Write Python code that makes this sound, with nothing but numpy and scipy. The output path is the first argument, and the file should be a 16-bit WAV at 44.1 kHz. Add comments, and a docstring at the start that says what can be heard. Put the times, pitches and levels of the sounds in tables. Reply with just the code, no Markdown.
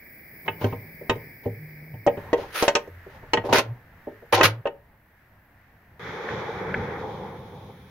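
"""A gas burner hisses inside a van, heard on a stereo microphone a little way from the stove; at about 2.2 s
the scene changes to close beside it. A cast sandwich toaster knocks, scrapes and clamps shut on the wire grate,
ringing the metal, and the steel hob hums. From about 6 s the scene changes to the open sliding door: the door
rolls and bumps on its track while a car's tyres rush past outside and fade."""
import sys
import numpy as np
from scipy import signal
from scipy.fft import rfft, irfft, next_fast_len
from scipy.io import wavfile
from scipy.ndimage import uniform_filter1d, map_coordinates

SR = 44100
rng = np.random.default_rng(int(sys.argv[2]) if len(sys.argv) > 2 else 0)


def generate_wav(signal):
    """Clip the signal to [-1, 1] and save it as 16-bit WAV at the path in sys.argv[1]."""
    frames = np.transpose(np.atleast_2d(signal))
    scaled = np.clip(frames, -1, 1) * 32767
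    pcm = np.round(scaled).astype(np.int16)
    wavfile.write(sys.argv[1], SR, pcm)


N = 348390


def amp(db):
    return 10 ** (np.asarray(db) / 20)


def along(points, hz):
    """Read (Hz, value) points on a log frequency axis."""
    knots_hz, values = np.transpose(points)
    return np.interp(np.log(hz + 1), np.log(knots_hz + 1), values)


def curves(*tables):
    """A gate that is open while a table lasts, then each column as one value per sample."""
    t = np.arange(N) / SR
    gate = sum((t >= rows[0][0]) & (t < rows[-1][0]) for rows in tables)
    times, *columns = np.transpose(np.concatenate(tables))
    return uniform_filter1d(gate * 1., size=300), *[np.interp(t, times, c) for c in columns]


def wobble(rate):
    """A smooth random curve, rate knots a second."""
    return map_coordinates(rng.standard_normal(int(N * rate / SR) + 4), [np.arange(N) * rate / SR])


# The microphone's two sides. 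Each row: frequency in Hz, correlation of left and right.
STEREO_LIKENESS = [(100, .999), (300, 0.98), (700, 0.88), (1400, .55), (2800, 0.22), (6000, .05)]

def stereo_noise(gain, size=N):
    """Noise of rms 1 shaped by gain(hz); left and right hear the bass alike and the treble apart."""
    padded = next_fast_len(size)
    hz = np.fft.rfftfreq(padded, 1 / SR)
    spread = np.arccos(along(STEREO_LIKENESS, hz)) / 2
    spectra = rfft(rng.standard_normal((2, padded))) * gain(hz)
    mid, side = irfft(spectra * [np.cos(spread), np.sin(spread)], padded)[:, :size]
    pair = np.array([mid + side, mid - side])
    return pair / np.sqrt(np.mean(pair ** 2) + 1e-20)


def noise_band(spectrum, lo_hz=0, hi_hz=SR, unit_hz=(0, SR // 2)):
    """Noise of a spectrum between two soft edges, with rms 1 inside the band unit_hz."""
    gain = lambda hz: amp(along(spectrum, hz)) / (1 + (lo_hz / (hz + 1)) ** 8) / (1 + (hz / hi_hz) ** 8)
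    power = gain(np.arange(SR // 2)) ** 2
    return stereo_noise(gain) * np.sqrt(power.sum() / power[slice(*unit_hz)].sum())


# The van's interior around the microphone. Each row: frequency in Hz, seconds to fall 60 dB.
CABIN_DECAY = [(200, 0.41), (2000, 0.22), (8000, 0.14)]

def cabin_echo(sound):
    """Walls and curtains answer with a short echo whose treble dies first."""
    hz, t, spectra = signal.stft(stereo_noise(np.ones_like, size=SR // 3), SR, nperseg=256)
    decay = amp(-60 * t / along(CABIN_DECAY, hz)[:, None])
    _, tail = signal.istft(spectra * decay, SR, nperseg=256)
    return signal.fftconvolve(sound, tail / np.linalg.norm(tail[0]), axes=1)[:, :N]


# The air beyond the open door. Each row: frequency in Hz, relative level in dB.
NIGHT_SPECTRUM = [(5500, -11), (7000, -9.5), (8100, -16.5), (9500, 4), (13000, 2.5), (15800, 4.5),
                  (16800, -19.5)]

def night_air():
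    """A faint, thin, steady hiss from outdoors."""
    return amp(-69) * noise_band(NIGHT_SPECTRUM)


# Door and car, heard from the doorway. Each row: frequency in Hz, relative level in dB.
DOORWAY_SPECTRUM = [(40, -15.5), (85, 3.5), (190, 3.5), (270, -4.5), (480, 5.5), (640, -9.5), (820, 0.5),
                    (1400, -9), (2300, -13), (2800, -32.5), (3400, -24.5), (4500, -40), (5900, -40.5),
                    (7200, -50.5), (8000, -70)]
# Each row: time in seconds, then levels in dB of door rumble, rollers, tyre roar and tyre hiss.
DOORWAY_LEVELS = [(5.99, -51, -44.5, -44, -56.5), (6.08, -39, -42, -40, -49), (6.2, -54, -37, -40.5, -51),
                  (6.33, -38, -32.5, -39, -47), (6.5, -43.5, -35.5, -41.5, -51), (6.68, -39, -33, -39, -55),
                  (6.78, -29, -33.5, -39.5, -52.5), (6.92, -41, -36, -40.5, -56),
                  (7.1, -41.5, -35, -51, -55), (7.33, -44, -40, -52.5, -60.5),
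                  (7.42, -43.5, -44.5, -58, -61.5), (7.7, -45.5, -47.5, -63, -60.5),
                  (7.76, -50, -54, -59.5, -64), (7.9, -46.5, -57.5, -61, -63.5)]

def passing_car():
    """Tyres roar and hiss out in the car park, then fade."""
    *_, roar_db, hiss_db = curves(DOORWAY_LEVELS)
    roar = noise_band(DOORWAY_SPECTRUM, lo_hz=1200, hi_hz=2800, unit_hz=(1300, 2600))
    hiss = noise_band(DOORWAY_SPECTRUM, lo_hz=2800, unit_hz=(3000, 7000))
    return amp(roar_db + .8 * wobble(30)) * roar + amp(hiss_db + .8 * wobble(30)) * hiss


def sliding_door():
    """Beside the microphone the door panel rumbles and its rollers jolt along the track."""
    _, rumble_db, roller_db, *_ = curves(DOORWAY_LEVELS)
    rumble = noise_band(DOORWAY_SPECTRUM, hi_hz=288, unit_hz=(60, 250))
    rollers = noise_band(DOORWAY_SPECTRUM, lo_hz=270, hi_hz=1200, unit_hz=(300, 1100))
    return amp(rumble_db + .67 * wobble(13)) * rumble + amp(roller_db + 1.3 * wobble(40)) * rollers


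# Joints in the door's track. Each row: start in seconds, level in dB, seconds to fall 60 dB.
TRACK_JOINTS = [(6.288, -24.5, 0.02), (6.31, -27.5, 0.016), (6.325, -28.5, 0.016), (6.742, -17, 0.027)]
# The rail's ring. Each row: frequency in Hz, relative level in dB.
RAIL_MODES = [(480, 2.5), (1550, 4), (1700, 3.5), (2000, -0.5), (2250, -1.5), (2500, -10), (3300, -18),
              (4200, -30)]

def track_bumps():
    """A roller crosses a joint and knocks the rail, which rings briefly."""
    out, t = np.zeros((2, N)), np.arange(SR // 8) / SR
    for start, db, t60 in TRACK_JOINTS:
        envelope = amp(db - 60 * t / t60) * (1 - np.exp(-t / .0011))
        for hz, mode_db in RAIL_MODES:
            gain = amp(mode_db + rng.normal(0, .99, (2, 1)))
            ring = np.sin(2 * np.pi * hz * t + rng.normal(0, .32, (2, 1)))
            out[:, round(start * SR):][:, :len(t)] += envelope * gain * ring
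    return out


# When the scene changes, in seconds: to close by the stove, then to the open door.
SCENE_CHANGES_S = [2.17, 5.995]
# The flame from a little way off, and from close by. Each row: frequency in Hz, relative level in dB.
FAR_FLAME_SPECTRUM = [(25, -24), (74, -10.5), (150, -10.5), (280, -14), (620, -20.5), (1100, -29.5),
                      (1400, -35), (1650, -22), (2300, -16), (2750, -45.5), (3800, -50), (5000, -37),
                      (6500, -55), (9500, -42.5), (12500, -43), (13600, -29.5), (15600, -24.5),
                      (16000, -56.5)]
NEAR_FLAME_SPECTRUM = [(25, -7.5), (92, 0.5), (378, -16.5), (880, -13), (1400, -18.5), (1800, -14.5),
                       (2500, -27), (3320, -36.5), (8500, -47), (11500, -44), (12300, -31), (13200, -43.5),
                       (14400, -38), (15000, -40.5), (15600, -34), (16000, -60.5)]
# One list per distance. Each row: time in seconds, then levels in dB of roar, jet and flutter.
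FLAME_LEVELS = [
    [(0, -52, -53.5, -61), (.45, -49.5, -50.5, -56), (.9, -49, -52, -54.5), (2.05, -52, -56.5, -58.5),
     (2.17, -47, -54.5, -46)],
    [(2.17, -48, -63, -51), (2.9, -55.5, -66, -63), (3.3, -52.5, -70, -55.5), (3.85, -59.5, -71.5, -60.5),
     (4.3, -56, -70.5, -62), (4.8, -65.5, -73.5, -66), (6, -61.5, -74, -64.5)],
]

def burner():
    """The gas ring: a low flutter, a roar in the burner's mouth and a thin jet hiss."""
    gate, roar_db, jet_db, flutter_db = curves(*FLAME_LEVELS)
    far = uniform_filter1d(1. * (np.arange(N) < SCENE_CHANGES_S[0] * SR), size=300)

    def flame(**band):
        distant = noise_band(FAR_FLAME_SPECTRUM, **band)
        close = noise_band(NEAR_FLAME_SPECTRUM, **band)
        return far * distant + (1 - far) * close

    flutter = amp(flutter_db + 1.5 * wobble(12)) * flame(hi_hz=1200, unit_hz=(250, 900))
    roar = amp(roar_db + .7 * wobble(8)) * flame(lo_hz=1200, hi_hz=8000, unit_hz=(1500, 2500))
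    jet = amp(jet_db + .7 * wobble(8)) * flame(lo_hz=8000, unit_hz=(12000, 16000))
    return gate * (flutter + roar + jet)


# The hob under the grate, one list per hum. Each row: time in seconds, pitch in Hz, relative level in dB.
HOB_HUMS = [
    [(.45, 158.7, -43), (.6, 160.2, -52), (.64, 105.2, -27), (.78, 101.9, -37), (.85, 160.8, -53),
     (1.08, 157.8, -52)],
    [(1.1, 157.8, -43), (1.2, 160.5, -51.5), (1.45, 118.4, -61), (1.56, 116.2, -53), (1.6, 155.2, -42.5),
     (1.92, 154.6, -44), (1.95, 125.4, -43), (2.04, 125, -61)],
    [(2.88, 90, -48), (2.98, 92.1, -42), (3.06, 90, -51)],
    [(3.5, 109.1, -35), (3.62, 110.7, -41.5), (3.72, 119, -31), (3.8, 119.7, -56)],
    [(4.34, 104.2, -25), (4.42, 104, -37), (4.52, 112.8, -28.5), (4.61, 119.5, -42)],
]

def hob_hum():
    """The hob's steel sheet trembles at a low, slightly rough pitch."""
    gate, hz, db = curves(*HOB_HUMS)
    level = uniform_filter1d(gate, size=900) * amp(db + 2 + 2.5 * wobble(25))
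    phase = 2 * np.pi * np.cumsum(hz + 2.5 * wobble(30)) / SR
    return level * np.sin(phase)


# Toaster pan, hob and grate. Each row: frequency in Hz, relative level in dB, seconds to fall 60 dB.
METAL_MODES = [(105, -3, .3), (150, -6, .2), (255, -5, .1), (330, -8, .1), (398, -3, .11), (470, -3, .11),
               (575, -2, .11), (640, -7, .08), (780, -5, .08), (910, -3, .1), (1044, -6, .08),
               (1240, -6, .07), (1545, -7, .075), (1700, -9, .06), (1905, -4, .08), (2180, -9, .06),
               (2505, -9, .07), (2643, -7, .07), (2920, -8, .065), (3200, -9, .06), (3810, -10, .05),
               (4317, -8, .06), (5739, -11, .04), (6230, -9, .04)]

def metal_ring(strike_spectrum, t):
    """Struck metal rings in decaying modes, at new strengths with every blow."""
    modes_hz, mode_db, t60 = np.transpose(METAL_MODES)
    count = len(modes_hz)
    hz = modes_hz * (1 + rng.normal(0, .012, count))  # grip and support shift the pitches
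    gains = amp(along(strike_spectrum, hz) + mode_db + rng.normal(0, 3.5, count))
    spread = np.arccos(along(STEREO_LIKENESS, modes_hz))  # phase between left and right
    phase = rng.uniform(0, 2.3, count) + [[.5], [-.5]] * spread * rng.choice([-1, 1], count)
    knots_db = rng.normal(0, 3, (count, 40))  # loose parts make each ring flutter
    flutter_db = np.array([np.interp(t, np.linspace(0, t[-1], len(row)), row) for row in knots_db])
    envelopes = gains[:, None] * amp(flutter_db - 60 * t / t60[:, None])
    return np.sum(envelopes * np.sin(2 * np.pi * hz[:, None] * t + phase[:, :, None]), axis=1)


def pan_response(hz):
    """The pan's gain when rubbed: eight low resonances of alternating sign."""
    return np.abs(sum((-1) ** k * amp(db) * 60 * hz / (mode_hz ** 2 - hz ** 2 + 60j * hz)
                      for k, (mode_hz, db, _) in enumerate(METAL_MODES[3:11])))


# The toaster slides on the grate. 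Each row: start and end in seconds, rise and fall in seconds
# per 30 dB, then levels in dB of pan, grind and hiss.
TOASTER_SCRAPES = [(0.463, 0.472, .02, 0.0088, -41.5, -53.5, -74.5),
                   (0.618, 0.637, 0.037, 0.18, -34.5, -44, -59.5),
                   (1.437, 1.47, .01, 0.057, -47.5, -61, -83), (2.2, 2.335, .02, 0.022, -48, -66, -84.5),
                   (2.378, 2.43, .02, 0.18, -42, -47, -65), (2.562, 2.64, 0.05, 0.09, -37, -28.5, -37),
                   (2.683, 2.665, 0.005, 0.015, -33, -35, -55.5),
                   (3.103, 3.177, 0.0201, .03, -52, -60.5, -74),
                   (3.451, 3.469, .006, 0.046, -31.5, -44.5, -58.5),
                   (3.493, 3.53, 0.011, .02, -23.5, -45.5, -71.5),
                   (3.528, 3.593, .004, 0.036, -19, -19.5, -35),
                   (4.326, 4.351, .003, 0.026, -15.5, -21, -33),
                   (4.351, 4.408, 0.014, .03, -20.5, -29, -58),
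                   (4.431, 4.457, .003, .05, -14.5, -14.5, -28)]
# The grind and hiss of the contact. Each row: frequency in Hz, relative level in dB.
GRIND_SPECTRUM = [(600, -32.5), (1300, 9.5), (2500, 5.5), (4500, 0), (6800, -7.5), (7900, -42),
                  (8600, -52.5)]
HISS_SPECTRUM = [(7000, -35), (9000, 3), (11500, 3.5), (15500, -3.5), (16800, -19.5)]

def toaster_scrapes():
    """Metal sliding on metal shakes the pan's low modes, grinds in gritty jolts and hisses."""
    t, levels = np.arange(N) / SR, np.zeros((3, N))
    for start, end, rise, fall, *db in TOASTER_SCRAPES:
        shape_db = np.interp(t, [start - 3 * rise, start, end, end + 3 * fall], [-90, 0, 0, -90])
        levels += amp(db)[:, None] * amp(shape_db)
    pan, grind, hiss = levels
    grit = amp(1.5 * wobble(200))
    shake = amp(3 * wobble(60))
    body = pan * shake * stereo_noise(pan_response)
    return body + grit * (grind * noise_band(GRIND_SPECTRUM) + hiss * noise_band(HISS_SPECTRUM))


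# A knock has five zones, low to high: hob thud, pan, grate, edge, sparkle. Their corners in Hz:
ZONE_CORNERS_HZ = [150, 330, 620, 1600, 3000, 4600, 6500, 11000]
# The zone, 0 to 4, that each corner belongs to.
CORNER_ZONE = np.array([0, 1, 1, 2, 2, 3, 3, 4])
# The unpitched part of each zone. Each row: relative level in dB, seconds to fall 60 dB.
ZONE_CLATTER = [(-4, 0.2), (-8, 0.02), (-4, 0.069), (-4.5, .055), (-1, .035)]
# The toaster knocks and clamps shut on the stove. Each row: start in seconds, pan level in dB,
# then hob thud, grate and edge in dB relative to the pan.
TOASTER_KNOCKS = [(0.479, -14.5, -14, 2, -31.5), (0.614, -28, 6, 0, -26), (0.642, -9, -6.5, -13, -24.5),
                  (0.724, -17.5, -2.5, -13, -61), (1.01, -22, -30, -50, -57), (1.096, -8, -11, -0.5, -11.5),
                  (1.156, -23.5, -1.5, -40, -24), (1.457, -6.5, -8, -42, -63),
                  (1.938, -33.5, 6, -11.5, -46), (2.065, -3, -13, -33, -22), (2.072, -1, -26, -14, -55.5),
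                  (2.173, -19, -8, -18, -41), (2.33, -4.5, -38, -12, -21.5), (2.357, -19, -26.5, -33, -46),
                  (2.387, -16.5, -18.5, -22.5, -32.5), (2.625, -3, -41, -12.5, -7.5),
                  (2.68, -5, -50.5, -0.5, -3.5), (2.752, -11.5, -44.5, 7, 3.5),
                  (2.761, -13, -36.5, -5, -11.5), (2.875, -31, -14, -32, -18),
                  (3.064, -30.5, -8, -24, -35.5), (3.229, -33, -20.5, -21, -25),
                  (3.334, -4.5, -23, -3, -10), (3.372, -12, -6.5, -1.5, -24),
                  (3.439, -15, -23.5, -20.5, -35), (3.46, -19, -32.5, -31, -34.5),
                  (3.489, -18.5, -0.5, -20.5, -36.5), (3.533, -4, -15.5, -11.5, -7.5),
                  (3.584, -5.5, -35.5, -10.5, -5), (4.07, -14.5, -17.5, -42.5, -52.5),
                  (4.116, -34, -18, -48, -59), (4.224, -29, -29.5, -39.5, -47.5),
                  (4.329, -8.5, -30.5, 0.5, -18), (4.41, -7, -20.5, 1.5, -12.5),
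                  (4.436, -12.5, -1.5, -1.5, 2), (4.655, -12, -57, -10, -42.5),
                  (4.669, -14.5, -46, -8.5, -25.5)]

def toaster_knocks():
    """Each blow rings the metal and scatters a short, noisy clatter."""
    out, t = np.zeros((2, N + SR)), np.arange(SR // 4) / SR
    for start, pan_db, thud_db, grate_db, edge_db in TOASTER_KNOCKS:
        zone_db = pan_db + np.array([thud_db, 0, grate_db, edge_db, edge_db - 22])
        knock = metal_ring(np.transpose([ZONE_CORNERS_HZ, zone_db[CORNER_ZONE]]), t)
        for zone, (clatter_db, t60) in enumerate(ZONE_CLATTER):
            window = np.transpose([ZONE_CORNERS_HZ, CORNER_ZONE == zone])
            gain = lambda hz: along(window, hz) ** 2 / (1 + (90 / (hz + 1)) ** 6)  # 90 Hz low cut
            knock += amp(zone_db[zone] + clatter_db - 60 * t / t60) * stereo_noise(gain, size=len(t))
        rise_s = .00043 * amp(-edge_db / 3)  # duller contacts are softer and start more slowly
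        out[:, round(start * SR):][:, :len(t)] += knock * (1 - np.exp(-t / rise_s))
    return amp(-8.5) * out[:, :N]


def scene():
    """First at the stove, where the cabin echoes the metal; then the scene changes to the open door."""
    toaster = toaster_knocks() + toaster_scrapes()
    stove = toaster + amp(-15) * cabin_echo(toaster) + hob_hum() + burner()
    at_door = np.arange(N) > SCENE_CHANGES_S[1] * SR
    return stove + at_door * (sliding_door() + passing_car() + night_air()) + track_bumps()


def record(dry):
    """Peaks are softly squeezed and the highest treble is cut off."""
    ceiling, top_hz = .85, 16500
    squeezed = dry / (1 + np.abs(dry / ceiling) ** 4) ** (1 / 4)
    return irfft(rfft(squeezed) * (np.fft.rfftfreq(N, 1 / SR) < top_hz), N)


dry = scene()
out = record(dry)
generate_wav(out)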